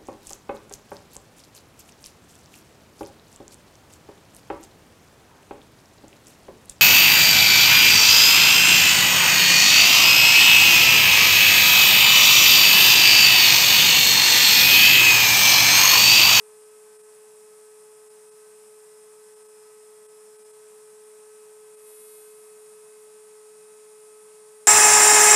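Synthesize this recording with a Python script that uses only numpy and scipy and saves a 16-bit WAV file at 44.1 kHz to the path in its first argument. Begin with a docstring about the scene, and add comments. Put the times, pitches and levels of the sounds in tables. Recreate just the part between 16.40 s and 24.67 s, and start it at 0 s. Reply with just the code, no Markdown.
"""Steady fan hum in a quiet workshop

One steady hum, as of a small five-bladed cooling fan close by: a nearly pure blade tone with thin overtones,
a whine near 9 kHz and a faint hiss. All fan tones follow one slightly swinging speed; the air is shaped noise.
Past the middle it buzzes for about half a second, then settles to a harder whine.
Now and then the level dips briefly. A weak mains hum lies underneath."""
import sys
import numpy as np
from scipy import signal
from scipy.fft import rfft, irfft
from scipy.io import wavfile

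SR = 44100
rng = np.random.default_rng(int(sys.argv[2]) if len(sys.argv) > 2 else 0)


def int16_out(signal):
    """Quantize to a 16-bit WAV file."""
    q = np.round(np.clip(np.atleast_2d(signal).T, -1, 1) * 32767)
    wavfile.write(sys.argv[1], SR, q.astype(np.int16))


N = 364707
T = np.arange(N) / SR  # time in seconds

BLADE_HZ = 427.5  # blade passes per second
HALO_AT_S = 5.96  # middle of the weak halo around the buzz


def blade_turns(hunt_hz=2.7, rises_at_s=5.55, swing_hz=0.2, jitter_hz=0.1196, jitter_rate_hz=14):
    """Counts blade passes: the speed swings slowly about its set value and trembles a little."""
    # Spells of wider swing. Each row: middle in seconds, extra swing in Hz, half width in seconds.
    hunt_spells = [(1.75, 0.2, 0.4), (5.65, 0.5, 0.36)]
    reach_hz = swing_hz + sum(extra_hz * bump(at_s, width_s) for at_s, extra_hz, width_s in hunt_spells)
    swing = reach_hz * np.sin(2 * np.pi * hunt_hz * (T - rises_at_s))
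    speed_hz = BLADE_HZ + swing + jitter_hz * wander(jitter_rate_hz)
    return np.cumsum(speed_hz) / SR


def hum(turns, tone_db=-50.5, swell_db=1.4, swell_at_s=5.7, swell_width_s=1.6, flutter_db=0.19, flutter_hz=20):
    """The nearly pure blade tone, one cycle per blade pass, with one broad swell around the buzz."""
    swell = swell_db * bump(swell_at_s, swell_width_s)
    level_db = tone_db + swell + flutter_db * wander(flutter_hz)
    return gain_of(level_db) * tone(turns)


def whine(turns, flutter_db=1.4, flutter_hz=6, lift_db=0.5, octave_sag_db=9, sag_width_s=0.45):
    """Overtones flutter on their own in the uneven air flow; the buzz adds its power to each."""
    # Overtones of the blade tone, from the second multiple up, before the common lift and the flutter.
    # Each row: level running free in dB, level after the buzz in dB.
    overtones = [(-72.5, -72.5), (-71.5, -70.5), (-80, -81.5), (-87.5, -82.5), (-78.5, -76.5),
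                 (-92.5, -90.5), (-89.5, -83.5), (-92.5, -84), (-87.5, -84.5), (-97, -82.5), (-90, -89),
                 (-83.5, -88.5), (-90.5, -92), (-92, -87), (-89.5, -74.5), (-91.5, -78), (-72, -76.5),
                 (-83, -75), (-69.5, -67.5), (-69.5, -64.5), (-70.5, -78.5), (-73, -68), (-75.5, -71.5),
                 (-84, -77), (-78, -85), (-80, -81.5), (-87, -96.5), (-93, -96), (-78, -81), (-88, -88.5),
                 (-88, -96), (-93, -99), (-94, -99)]
    # Colour of the buzz, before its own strength over time. Each row: frequency in Hz, overtone level in dB.
    buzz_colour = [(850, -99), (1700, -85), (2140, -75), (2560, -74), (3000, -81.5), (3420, -77.5),
                   (3850, -76.5), (4700, -81), (5900, -87.5), (7700, -72.5), (8550, -64.5), (9400, -59.5),
                   (9830, -60), (10300, -74), (11150, -64), (11550, -63.5), (13200, -72), (14500, -84)]
    hard = step(5.3, 0.6)  # passes once from the free colour to the harder one
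    buzzing = buzz()
    out = np.zeros(N)
    for k, (free_db, hard_db) in enumerate(overtones, 2):
        steady = gain_of(lift_db) * ((1 - hard) * gain_of(free_db) + hard * gain_of(hard_db))
        if k == 2:  # the octave fades around the buzz
            steady = steady * gain_of(-octave_sag_db * bump(HALO_AT_S, sag_width_s))
        buzz_part = buzzing * gain_of(read(buzz_colour, k * BLADE_HZ))
        size = np.hypot(steady, buzz_part)  # powers add
        out += size * gain_of(flutter_db * wander(flutter_hz)) * tone(k * turns)
    return out


def buzz(full_s=5.48, hold_s=0.29, burst_db=0.5, rise_db_per_s=133, fall_db_per_s=55,
         halo_db=-11, halo_width_s=0.79):
    """Strength of the buzz: it swells, holds and dies away; a weak halo begins earlier and outlasts it."""
    early_s = np.maximum(full_s - T, 0)
    late_s = np.maximum(T - full_s - hold_s, 0)
    burst = gain_of(burst_db - rise_db_per_s * early_s - fall_db_per_s * late_s)
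    halo = gain_of(halo_db) * bump(HALO_AT_S, halo_width_s)
    return np.hypot(burst, halo)


def thin_tones(turns, flutter_db=2.5, flutter_hz=6):
    """Weak thin tones at fixed ratios to the blade tone, each fluttering on its own."""
    # Tones between the overtones, before the flutter.
    # Each row: multiple of a fifth of the blade tone, level in dB.
    fifths_tones = [(18, -76.5), (22, -94), (23, -81), (28, -85), (33, -86), (39, -86.5)]
    # One more tone, at twelve times the blade tone, grows steadily, then drops to a trace.
    drop_at_s, drop_s = 4.16, 0.04
    growing = gain_of(-74 + 2.5 * (T - drop_at_s))  # dB, rising 2.5 dB per second
    growing_then_trace = np.hypot(growing * (1 - step(drop_at_s, drop_s)), gain_of(-84))
    lines = [(fifths / 5, gain_of(db)) for fifths, db in fifths_tones]
    lines.append((12, growing_then_trace))
    return sum(size * gain_of(flutter_db * wander(flutter_hz)) * tone(ratio * turns) for ratio, size in lines)


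def strands(turns, stray_turns=0.3, stray_hz=8, flutter_db=3, flutter_hz=7):
    """Faint tones midway between the lowest overtones that stray in pitch and come and go."""
    # Each row: multiple of half the blade tone, level in dB before the flutter.
    half_orders = [(3, -82), (5, -81.5)]
    out = np.zeros(N)
    for halves, db in half_orders:
        size = gain_of(db + flutter_db * wander(flutter_hz))
        out += size * tone(halves / 2 * turns + stray_turns * wander(stray_hz))
    return out


def air(turns, dip_db, chop=0.27, chop_above_hz=1200, peak_hz=8900, peak_width_hz=1100,
        swell_db=0.36, swell_hz=8):
    """Rush and hiss of moving air, made from shaped noise; the blades chop its treble."""
    # Rush of air below the whine. Each row: frequency in Hz, level in dB per Hz.
    rush_colour = [(20, -119), (62, -114), (90, -118), (120, -113), (150, -96), (185, -99.5), (213, -92),
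                   (255, -106), (285, -101), (320, -103), (430, -96.5), (540, -99.5), (640, -94.5),
                   (710, -98)]
    # Hiss above it. Each row: frequency in Hz, level in dB per Hz.
    hiss_colour = [(1050, -93.5), (1400, -100), (2200, -102), (3100, -106), (4700, -105), (5200, -101),
                   (6100, -101.5), (8400, -94), (9400, -92.5), (10300, -99), (11200, -101), (13000, -108),
                   (14700, -113), (15500, -123)]
    hz = np.fft.rfftfreq(N, 1 / SR)
    white = rfft(rng.standard_normal(N)) * np.sqrt(SR / 2)  # unit power in each Hz
    spectrum = white * gain_of(read(rush_colour + hiss_colour, hz))
    treble = spectrum * hz ** 2 / (hz ** 2 + chop_above_hz ** 2)
    peak = treble * np.exp(-((hz - peak_hz) / peak_width_hz) ** 2)
    # The bright peak holds on through the dips; the rush takes half their depth.
    hiss = irfft(peak, N) + irfft(treble - peak, N) * gain_of(-dip_db)
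    rush = irfft(spectrum - treble, N) * gain_of(-dip_db / 2)
    chopped_hiss = hiss * (1 + chop * np.cos(2 * np.pi * turns))
    return (rush + chopped_hiss) * gain_of(swell_db * wander(swell_hz))


def dips(half_width_s=0.0077):
    """Depth in dB of the brief level dips over time, each a smooth bump."""
    # Each row: middle in seconds, depth in dB for the hiss outside its bright peak.
    dip_rows = [(.583, 13), (.626, 11), (1.693, 11), (1.905, 11), (2.952, 8), (3.037, 7), (3.079, 8),
                (3.677, 17), (3.978, 10), (4.04, 10), (4.124, 10), (5.361, 12)]
    return sum(depth_db * bump(at_s, half_width_s) for at_s, depth_db in dip_rows)


def mains_hum():
    """Weak steady tones at the mains frequency and its octave."""
    # Each row: frequency in Hz, level in dB.
    mains_tones = [(50, -92), (100, -103)]
    return sum(gain_of(db) * tone(hz * T) for hz, db in mains_tones)


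def tone(turns):
    """A sine of unit power with a random start; turns counts its cycles."""
    return np.sqrt(2) * np.sin(2 * np.pi * (turns + rng.random()))


def wander(rate_hz):
    """Slow random drift of unit size; changes faster than the given rate are weakened."""
    hz = np.fft.rfftfreq(4096, T[-1] / 4096)
    noise = rfft(rng.standard_normal(2 * len(hz) - 2))
    slow = irfft(noise / (1 + (hz / rate_hz) ** 2))
    return np.interp(T, np.linspace(0, T[-1], len(slow)), slow / slow.std())


def bump(at_s, half_width_s):
    """A smooth rise from 0 to 1 and back."""
    return np.exp(-((T - at_s) / half_width_s) ** 2)


def step(at_s, over_s):
    """A smooth passage from 0 to 1, halfway at the given time."""
    return (1 + np.tanh((T - at_s) / over_s)) / 2


def gain_of(db):
    """Decibels to amplitude."""
    return 10 ** (np.asarray(db) / 20)


def read(points, hz):
    """Reads a level between the points of a spectrum, on a log-frequency axis."""
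    f, value = np.transpose(points)
    return np.interp(np.log(hz + 1), np.log(f + 1), value)


def scene(tone_share=0.11, whine_share=0.25):
    """Fan and mains hum in the centre; the dips take much of the hiss and little of the tones."""
    turns, dip_db = blade_turns(), dips()
    blade_tone = hum(turns) * gain_of(-tone_share * dip_db)
    upper_tones = (whine(turns) + thin_tones(turns) + strands(turns)) * gain_of(-whine_share * dip_db)
    mono = blade_tone + upper_tones + air(turns, dip_db) + mains_hum()
    return np.array([mono, mono])


def record(dry, edge_hz=15650):
    """The recorder's band limit: a steep low-pass filter takes away the highest treble."""
    low_pass = signal.firwin(511, edge_hz, window=("kaiser", 9), fs=SR)
    return signal.oaconvolve(dry, low_pass[None], "same", axes=1)


dry = scene()
out = record(dry)
int16_out(out)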